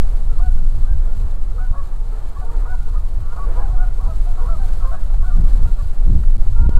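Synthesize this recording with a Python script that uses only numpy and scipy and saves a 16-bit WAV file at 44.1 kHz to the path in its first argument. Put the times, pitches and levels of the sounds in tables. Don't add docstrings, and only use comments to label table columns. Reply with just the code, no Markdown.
import sys
import numpy as np
from scipy import signal
from scipy.fft import rfft, irfft, next_fast_len
from scipy.io import wavfile
from scipy.ndimage import uniform_filter1d

SR = 44100
rng = np.random.default_rng(int(sys.argv[2]) if len(sys.argv) > 2 else 0)


def dump_mix(stems):
    frames = np.atleast_2d(stems).T
    limited = np.clip(frames, -1, 1)
    pcm = np.round(limited * 32767).astype(np.int16)
    wavfile.write(sys.argv[1], SR, pcm)


def volts_from_db(level):
    exponent = np.asarray(level, float) / 20
    return 10 ** exponent


N = 299439

# pitch_hz, level_db (per Hz)
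WATER_COLOUR = [(150, -20), (250, 4), (335, -1), (693, -3.5), (1180, -9.5), (2360, -22), (3460, -23),
                (4260, -20), (5520, -28), (7930, -23), (12900, -31.5), (15600, -34)]
# start_s, jump_db, rattle_db
SPRING_FREE = (6.6924, -4, -38)


def size_of(seconds):
    return max(round(seconds * SR), 1)


def evened(x):
    return x / np.sqrt(np.mean(x ** 2) + 1e-20)


def read(points, hz):
    f, value = np.transpose(points)
    return np.interp(np.log(hz + 1), np.log(f + 1), value)


def curves(rows, t):
    s, *columns = np.transpose(rows)
    return [np.interp(t, s, c) for c in columns]


def add(mix, s, sound):
    part = mix[round(s * SR):][:len(sound)]
    part += sound[:len(part)]


def drift(size, span):
    once = uniform_filter1d(rng.standard_normal(size), span)
    return evened(uniform_filter1d(once, span))


def resonate(x, hz, width_hz):
    turn = np.exp(2j * np.pi * hz * np.arange(len(x)) / SR)
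    r = np.exp(-np.pi * width_hz / SR)
    once = signal.lfilter([1 - r], [1, -r], x / turn)
    twice = signal.lfilter([1 - r], [1, -r], once)
    return 2 * (turn * twice).real


def band(tone, lo_hz, hi_hz, order=2):
    size = next_fast_len(N)
    hz = np.fft.rfftfreq(size, 1 / SR) + 1e-6
    low_edge = 1 + (lo_hz / hz) ** (2 * order)
    high_edge = 1 + (hz / hi_hz) ** (2 * order)
    spectrum = rfft(rng.standard_normal(size)) * volts_from_db(read(tone, hz)) / np.sqrt(low_edge * high_edge)
    return evened(irfft(spectrum, size)[:N])


def steady(x, seconds, slack):
    return evened(x / np.sqrt(uniform_filter1d(x ** 2, size_of(seconds)) + slack))


def clicks(events, noise, t60_s):
    out, t = np.zeros(N), np.arange(size_of(.03)) / SR
    shape = volts_from_db(-60 * t / t60_s) * np.minimum(t / .0008, 1)
    for s, db in events:
        burst = noise[round(s * SR):][:len(t)] * shape
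        add(out, s, volts_from_db(db) * burst / np.linalg.norm(burst) * np.linalg.norm(shape))
    return out


def hump(u, rise, fall, top, curve):
    top = np.clip(top, .1, .9)
    before = rise * abs(1 - u / top) ** curve
    after = fall * abs((u - top) / (1 - top)) ** curve
    return np.where(u < top, before, after)


def honk(rows, voice_db):
    t = np.arange(rows[0][0] - .01, rows[-1][0] + 0.012, 1 / SR)
    hz, db = curves(rows, t)
    longest = size_of(.3)
    wobble = 1 + .005 * drift(longest, size_of(.004))[:len(t)]
    turns = np.cumsum(hz * wobble) / SR + rng.random()
    shares = volts_from_db(np.array([0, *voice_db]))
    note = np.zeros(len(t))
    for k, share in enumerate(shares / np.linalg.norm(shares), 1):
        flicker_db = 1.2 * drift(longest, size_of(.007))[:len(t)]
        note += share * volts_from_db(flicker_db) * np.cos(2 * np.pi * k * turns)
    fades = signal.windows.tukey(len(t), min(0.036 * SR / len(t), 1))
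    return t[0], np.sqrt(2) * volts_from_db(db) * note * fades


def shaped(start, length, pitch_hz, level_db, second_db, bend, way):
    third_db, lift, onset_db, ending_db, peak = way
    u = np.linspace(0, 1, 24)
    hz = pitch_hz * (1 - hump(u, *bend, 1.95))
    db = level_db + hump(u, onset_db, ending_db, peak, 2.4)
    fade_db = -34 * max(3 * pitch_hz - 1720, 0) / 1000
    return np.transpose([start + length * u, hz, db]), (second_db, third_db + lift * second_db + fade_db)


def honks():
    # start_s, length_s, pitch_hz, level_db, second_db (second partial over the first)
    low_rising = [
        (1.545, 0.055, 495, -46.5, -16),
        (2.01, 0.072, 464, -50.5, -3),
        (2.425, 0.079, 463, -46, 0),
        (2.87, 0.02, 465, -43.5, -4),
        (3.466, 0.029, 470, -40, -7),
        (3.56, 0.046, 503, -35, 2.5),
        (3.982, 0.0132, 475, -39.5, -12),
        (4.058, 0.031, 497, -41, 2),
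        (4.408, 0.056, 488, -39, 0.5),
        (4.83, 0.081, 533, -40, 5),
    ]
    low_falling = [
        (.29, 0.088, 451, -48.5, -7),
        (2.12, 0.068, 440, -48.5, -7),
        (2.503, 0.07, 467, -41.5, -3),
    ]
    low_reedy = [
        (1.078, 0.037, 467, -45, -11),
        (2.66, 0.026, 482, -41.5, -5),
        (2.722, 0.041, 488, -42, 6),
        (3.318, 0.03, 476, -43, 3),
        (5.655, 0.049, 465, -43.5, -5),
    ]
    middle = [
        (.836, 0.03, 610, -49, 13),
        (1.752, 0.061, 565, -38.5, 10.5),
        (2.38, 0.062, 580, -46.5, 22),
        (2.948, 0.039, 621, -43.5, 6),
        (3.39, 0.065, 571, -34, 36),
        (4.478, 0.03, 580, -40.5, 25),
        (4.91, 0.061, 566, -45, 6),
        (5.303, 0.064, 601, -44, 10),
        (5.44, 0.051, 595, -52, 18),
        (5.782, 0.036, 577, -43, 5),
    ]
    high_arched = [
        (.405, 0.086, 742, -39.5, -5.5),
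        (.86, 0.097, 796, -49.5, 2),
        (1.588, 0.082, 750, -41, 4),
        (2.676, 0.084, 744, -38, 3.5),
        (3.37, 0.033, 733, -41, -6),
        (3.779, 0.076, 734.4, -36.5, -1.5),
        (4.012, 0.087, 800, -48, -29),
        (4.262, 0.048, 727, -41.5, -15),
        (4.918, 0.042, 755, -38, -3),
    ]
    high_falling = [
        (2.412, 0.04, 751, -39.5, -11),
        (3.584, 0.086, 825, -41, -11),
        (4.082, 0.046, 659, -39, -6.5),
        (4.486, 0.071, 678, -37, 0.5),
        (4.596, 0.0626, 780, -40.5, -11),
        (4.912, 0.048, 671, -38.5, -3.5),
        (5.256, 0.059, 745, -41, 0),
    ]
    # third_db, share of the second partial's lift it takes, onset_db, ending_db, peak place (share of the
    low_rising_way = (-13.5, -0.1, -2.5, -24, 3.3)
    low_falling_way = (-30, -4, -16, -9, 0)
    low_reedy_way = (-2, .2, -10, -11, .45)
    middle_way = (-11, 0.45, -4, -10, 1.1)
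    high_arched_way = (-8, 1.2, -5, -10.5, 0.7)
    high_falling_way = (-19, 1.5, -8, -2.5, -0.5)
    # time_s, pitch_hz, level_db
    long_call = [
        (6.56, 455.6, -43),
        (6.6, 463, -43),
        (6.67, 471, -41.5),
        (6.7, 473.5, -49),
        (6.79, 479, -38.5),
    ]
    kinds = [(low_rising, (.065, .005, .85), low_rising_way),
             (low_falling, (.01, .09, .2), low_falling_way),
             (low_reedy, (.012, .01, .5), low_reedy_way),
             (middle, (.035, .03, .6), middle_way),
             (high_arched, (.062, .065, .62), high_arched_way),
             (high_falling, (.025, .095, .3), high_falling_way)]
    out = np.zeros(N)
    for calls, bend, way in kinds:
        for row in calls:
            add(out, *honk(*shaped(*row, bend, way)))
    add(out, *honk(long_call, (6, 4.5)))
    return out


def pulses(hz, rough):
    # pitch_hz, width_hz, level_db
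    windpipe = [(740, 180, 3.5), (1117, 340, 4.5), (1340, 110, -4)]
    turns = np.cumsum(hz * (1 + 0.134 * rough * drift(len(hz), size_of(0.0032)))) / SR
    folds = sum(np.cos(2 * np.pi * k * turns) for k in range(2, 10))
    puffs = (0.15 + np.exp(-(turns % 1) / 0.65)) * rng.standard_normal(len(hz))
    drive = (1 - rough) * evened(folds) + rough * 2.5 * evened(puffs)
    pipe = sum(volts_from_db(g) * resonate(drive, f, w) for f, w, g in windpipe)
    return evened(signal.sosfilt(signal.butter(6, 1520, fs=SR, output="sos"), pipe))


def grunt(s, length, rate_hz, db, rough, glide_per_s):
    size, longest = size_of(length + .015), size_of(.2)
    hz = rate_hz * (1 + glide_per_s * (np.arange(longest) - size / 2) / SR)
    return s - .008, volts_from_db(db + 6.0) * pulses(hz, rough)[:size] * np.hanning(size)


def purr():
    # time_s, pulse_rate_hz, level_db
    purr_path = [
        (3.19, 160, -53),
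        (3.24, 162, -50),
        (3.29, 167, -48),
        (3.33, 177, -45),
        (3.36, 183, -48),
    ]
    t = np.arange(purr_path[0][0], purr_path[-1][0], 1 / SR)
    hz, db = curves(purr_path, t)
    ringing = evened(resonate(pulses(hz, .01), 1420, 450))
    return t[0], volts_from_db(db) * ringing * signal.windows.tukey(len(t), .2)


def grunts():
    # start_s, length_s, pulse_rate_hz, level_db, roughness (0-1)
    climbing = [(1.565, 0.049, 202, -54, 0.68), (1.721, 0.054, 182, -47.5, 0.42),
                (1.798, 0.037, 183, -56, 0.3), (2.867, 0.048, 201.5, -54, 0.7),
                (2.929, 0.047, 202.3, -49, 0.7), (3.355, 0.031, 176, -46, 0.48),
                (3.448, 0.052, 186, -64, 0.8), (3.575, 0.078, 196, -51, 0.52),
                (3.975, 0.14, 193.2, -51, 0.45), (5.222, 0.029, 181.2, -50.5, 0.37),
                (5.64, 0.027, 189.7, -51, 0.46)]
    sinking = [
        (0.388, 0.029, 204, -49, 0.8),
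        (2.648, 0.035, 204, -45, 0.48),
        (4.375, 0.04, 186, -45.5, 0.35),
        (4.438, 0.05, 186.5, -50, 0.5),
        (4.803, 0.085, 178.7, -45.5, 0.35),
    ]
    out = np.zeros(N)
    for row in climbing:
        add(out, *grunt(*row, 0.696))
    for row in sinking:
        add(out, *grunt(*row, -1.94))
    add(out, *purr())
    return out


def shore(x):
    # pitch_hz, t60_s
    shore_ring = [(400, .5), (1500, .6), (3000, .3)]
    hz, t, z = signal.stft(rng.standard_normal(SR), SR, nperseg=512)
    decay = volts_from_db(-60 * t / read(shore_ring, hz)[:, None])
    tail = signal.istft(z * decay * np.minimum(t / 0.048, 1), SR, nperseg=512)[1]
    return signal.fftconvolve(x, tail / np.linalg.norm(tail))[:N]


def swans():
    flock = honks() + grunts()
    return flock + volts_from_db(-20.0) * shore(flock)


def strays():
    # start_s, length_s, from_hz,
    # to_hz, level_db
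    lone_partials = [(0.563, 0.041, 1472, 1450, -52), (.66, 0.043, 1486, 1500, -61), (1.065, .02, 670, 690, -48),
                     (1.81, 0.038, 1310, 1110, -48), (2.487, 0.027, 1257, 1070, -44),
                     (2.801, .035, 1430, 1400, -51), (2.852, .022, 1464, 1480, -56),
                     (2.901, 0.069, 462, 470, -50), (3.462, 0.014, 1600, 1480, -48), (3.603, .04, 726, 610, -44),
                     (3.728, 0.038, 730, 750, -41), (2.356, 0.031, 1095, 1160, -39),
                     (2.35, 0.04, 1640, 1740, -55), (3.896, 0.023, 1417, 1450, -58),
                     (3.956, 0.018, 1457, 1400, -51), (3.988, 0.028, 995, 1196, -43),
                     (4.024, .04, 1120, 1070, -51), (4.406, 0.035, 1350, 1400, -51),
                     (4.677, 0.032, 1570, 1460, -52), (4.765, 0.046, 1000, 1400, -63),
                     (4.831, 0.048, 1550, 1580, -48), (4.91, 0.091, 1580, 1680, -52),
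                     (4.993, 0.02, 756, 650, -51), (5.0, 0.051, 1340, 1340, -52.5),
                     (5.782, .018, 1380, 1350, -46), (6.513, .03, 1170, 1220, -54),
                     (5.234, 0.028, 1590, 1300, -43), (5.381, 0.02, 814, 690, -41), (.5, 0.033, 1446, 1510, -49),
                     (3.367, 0.031, 1210, 1280, -42), (3.37, .03, 830, 910, -43), (4.799, 0.055, 1340, 1234, -43),
                     (4.837, .025, 555, 440, -38.5), (3.55, 0.056, 1250, 1187, -43.5),
                     (3.585, .012, 1376, 1380, -46),
                     (.69, 0.039, 1484, 1460, -60), (1.578, .02, 1278, 1240, -39.5),
                   (1.814, 0.033, 1254, 1180, -54), (2.655, 0.026, 1290, 1200, -41),
                   (3.55, 0.045, 673, 660, -45), (3.77, 0.018, 1255, 1170, -45),
                   (3.81, 0.068, 1260, 1220, -50), (3.997, 0.027, 690, 760, -44),
                   (4.098, 0.065, 1283, 1252, -51), (4.37, 0.025, 795, 720, -46),
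                   (4.392, .035, 1150, 1050, -45), (4.449, .035, 1148, 1025, -41),
                   (4.82, 0.1, 1155, 1240, -46), (4.927, 0.04, 1326, 1190, -48),
                   (5.224, .03, 1064, 1114, -42)]
    out = np.zeros(N)
    for s, length, from_hz, to_hz, db in lone_partials:
        rows = [(s, from_hz, db - 10),
                (s + length / 2, (from_hz + to_hz) / 2, db),
                (s + length, to_hz, db - 10)]
        add(out, *honk(rows, ()))
    return out


def reeds(x):
    t60_s = .16
    t = np.arange(size_of(t60_s)) / SR
    tail = rng.standard_normal(len(t)) * volts_from_db(-60 * t / t60_s) * np.minimum(t / .006, 1)
    return x + volts_from_db(-12) * signal.fftconvolve(x, tail / np.linalg.norm(tail))[:N]


def murmur(t, count=1300):
    # time_s, level_db
    murmur_level = [(0, -63), (.6, -59), (1.3, -58.5), (1.7, -53), (2.1, -57), (2.6, -51.5), (3.1, -60),
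                    (3.5, -56), (3.72, -45.5), (3.9, -54), (4.15, -59), (4.45, -49), (4.85, -58),
                    (5.05, -57), (5.3, -54), (5.7, -54.5), (6.1, -62), (6.5, -55), (6.79, -55)]
    lo_hz, hi_hz, note_s = 700, 1490, .04
    out, u = np.zeros(N), np.linspace(-1, 1, size_of(note_s))
    for when, pitch, bend, size in rng.random((count, 4)):
        glide = 1 + .08 * ((2 * bend - 1) * u - .5 * u ** 2)
        hz = (lo_hz + pitch * (hi_hz - lo_hz)) * glide
        note = np.hanning(len(u)) * np.sin(2 * np.pi * np.cumsum(hz) / SR)
        add(out, when * t[-1], volts_from_db(4.5 * size) * note)
    return volts_from_db(curves(murmur_level, t)[0]) * evened(out)


def wind(t):
    # time_s, level_db
    wind_strength = [(0, -8), (.2, -13), (.4, -8.5), (.9, -9.5), (1.2, -12.5), (1.6, -13.5), (2.15, -18.5),
                     (2.9, -12), (3.3, -15.5), (3.75, -8.5), (4.0, -14), (4.5, -11), (5.2, -11), (5.45, -6),
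                     (5.9, -14), (6.1, -7.5), (6.5, -8.5), (6.79, -1)]
    # pitch_hz, level_db (per Hz)
    wind_colour = [(2.4, -81), (4.0, 4.5), (16, 6.5), (30, 5), (41, -9.5), (178, -31), (400, -49),
                   (520, -53), (880, -120)]
    # middle_s, length_s, flutter_lift_db, edge_lift_db
    eddies = [(0.484, 0.57, 1, 2.5), (0.723, 0.47, 4.5, 3.5), (0.927, 0.13, 10, 3.5), (1.2, 0.23, 5, 5.5),
              (1.711, 0.086, 16, 6), (2.072, 0.16, 3.5, 3), (2.54, 0.18, 3.5, -2.5), (2.94, 0.16, 1, -2),
              (3.212, 0.11, 9.5, 0), (3.68, 0.17, 5, -1.5), (4.082, 0.23, 9.5, 3), (4.526, 0.32, 3.5, 3.5),
              (5.197, 0.15, 6, -2), (5.404, 0.16, 6.5, 18), (5.554, 0.15, 2.5, 3.5),
              (5.647, 0.27, 7.5, 9.5), (5.835, 0.13, 9.5, -7), (6.098, 0.13, 9, 18),
              (6.171, 0.14, 11, 14.5), (6.376, 0.055, 7, 14), (6.53, 0.12, 6, -3), (6.648, 0.18, 10, 12)]
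    deep_db, = curves(wind_strength, t)
    lifts_db = np.zeros((N, 2))
    for s, length, *lift_db in eddies:
        swell = signal.windows.tukey(size_of(length), 0.91)
        add(lifts_db, s - length / 2, np.outer(swell, lift_db))
    over_mean_db = deep_db + 13
    flutter_db = -28.5 + 0.79 * over_mean_db + lifts_db[:, 0] + 2.0 * drift(N, size_of(0.0108))
    edge_db = -44 + 0.58 * over_mean_db + lifts_db[:, 1] + 1.33 * drift(N, size_of(0.0032))
    deep = volts_from_db(deep_db) * steady(band(wind_colour, 1.3, 61.6, order=4), 0.12, 0.2)
    flutter = volts_from_db(flutter_db) * steady(band(wind_colour, 43.7, 109.3, order=4), 0.056, 0.98)
    edge = volts_from_db(edge_db) * steady(band(wind_colour, 105.3, 414, order=4), 0.049, 0.16)
    under_way = np.clip(t / .012, 0, 1)
    push = (deep + flutter) * under_way + volts_from_db(-3.5) * (1 - under_way)
    return push / (1 + push ** 8) ** (1 / 8), edge


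def pinned():
    # start_s, length_s, level_db (change)
    deaf_spells = [
        (5.389, 0.0021, -18),
        (5.426, 0.0065, -34),
        (5.586, 0.002, -20),
        (6.118, 0.0032, -25),
        (6.265, 0.0048, -11),
        (6.371, 0.0065, -32),
        (6.375, 0.028, -3.5),
        (6.672, 0.03, -38),
        (6.747, 0.0061, -17),
    ]
    deaf_db = np.zeros(N)
    for s, length, db in deaf_spells:
        add(deaf_db, s, np.full(size_of(length), 1. * db))
    return deaf_db


def snap():
    s, jump_db, rattle_db = SPRING_FREE
    out = clicks([(s, rattle_db)], band(WATER_COLOUR, 2500, 9000), .015)
    u = np.arange(size_of(.08)) / SR
    jump = np.sin(np.pi / 2 * np.minimum(u / .0014, 1)) * np.exp(-u / .009)
    add(out, s, volts_from_db(jump_db) * jump)
    return out


def creaks():
    # start_s, length_s, slips_hz, level_db (peak)
    slipping = [(5.1, .005, 640, -37), (5.14, .0065, 780, -34), (5.167, .005, 650, -41),
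                (5.372, .007, 800, -38), (5.508, .006, 850, -38), (5.553, .007, 520, -37),
                (5.601, .006, 500, -37), (5.656, .006, 550, -37), (6.056, .005, 600, -41),
                (6.2345, .0075, 1280, -36), (6.2345, .007, 1950, -36), (6.3015, .006, 430, -35),
                (6.3515, .005, 540, -38), (6.4635, .007, 360, -33), (6.59, .007, 600, -37)]
    out = np.zeros(N)
    for s, length, rate_hz, db in slipping:
        size = size_of(length)
        turns = np.cumsum(rate_hz * (1 + .12 * drift(size, size_of(.0008)))) / SR
        slips = sum(np.sin(2 * np.pi * k * turns) / k for k in range(1, 5))
        add(out, s, volts_from_db(db - 3.5) * slips * signal.windows.tukey(size, .25))
    return signal.sosfilt(signal.butter(4, 1700, fs=SR, output="sos"), out)


def water(t):
    # time_s, near_ripples_db, far_wash_db
    water_level = [(0.0, -55, -45.5), (1.64, -58, -46), (2.7, -56, -45.5), (3.2, -57.5, -45),
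                   (3.5, -55.5, -41.5), (4.01, -56.5, -46.5), (4.63, -53.5, -45), (4.8, -52.5, -44.5),
                   (5.12, -56, -46.5), (5.6, -53.5, -45), (6.0, -56, -47), (6.47, -55, -46.5),
                   (6.79, -57.5, -42.5)]
    near_db, far_db = curves(water_level, t)
    flicker_db = 1.1 * drift(N, size_of(.022)) + 1.1 * drift(N, size_of(.003))
    swell = drift(N, size_of(0.12))
    far = volts_from_db(far_db + 2.05 * swell - 2.5) * band(WATER_COLOUR, 320, 2310, order=4)
    near = volts_from_db(near_db + flicker_db + 0.27 * swell - 0.13) * band(WATER_COLOUR, 2010, 23000, order=4)
    return far + near


def droplets():
    # start_s, level_db (peak)
    drops = [(1.1992, -33), (2.3526, -50), (2.7537, -32), (2.9737, -53), (3.4152, -47), (3.5304, -50),
             (.8006, -54), (2.624, -54), (6.478, -43), (4.0123, -30), (4.389, -44), (4.4244, -44),
             (5.6304, -27), (6.404, -30)]
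    return clicks(drops, band(WATER_COLOUR, 4000, 15900), 0.0026)


def scene():
    t = np.arange(N) / SR
    air = reeds(swans() + strays()) + murmur(t) + water(t) + droplets()
    rumble, edge = wind(t)
    deaf_db = pinned()
    heard = air * volts_from_db(uniform_filter1d(deaf_db, size_of(0.00079)))
    heard += edge * uniform_filter1d(volts_from_db(deaf_db), size_of(.005))
    sag = volts_from_db(-14 * np.exp(-((t - SPRING_FREE[0]) / .012) ** 2))
    fade_out = np.sin(np.pi / 2 * np.clip((t[-1] - t) / .012, 0, 1))
    return (heard + rumble * sag * fade_out + snap() + creaks())[None]


def low_pass(x):
    return signal.sosfilt(signal.butter(12, 15710, fs=SR, output="sos"), x)


def record(dry):
    mix = np.clip(dry, -.992, .992)
    return low_pass(mix)


dry = scene()
out = record(dry)
dump_mix(out)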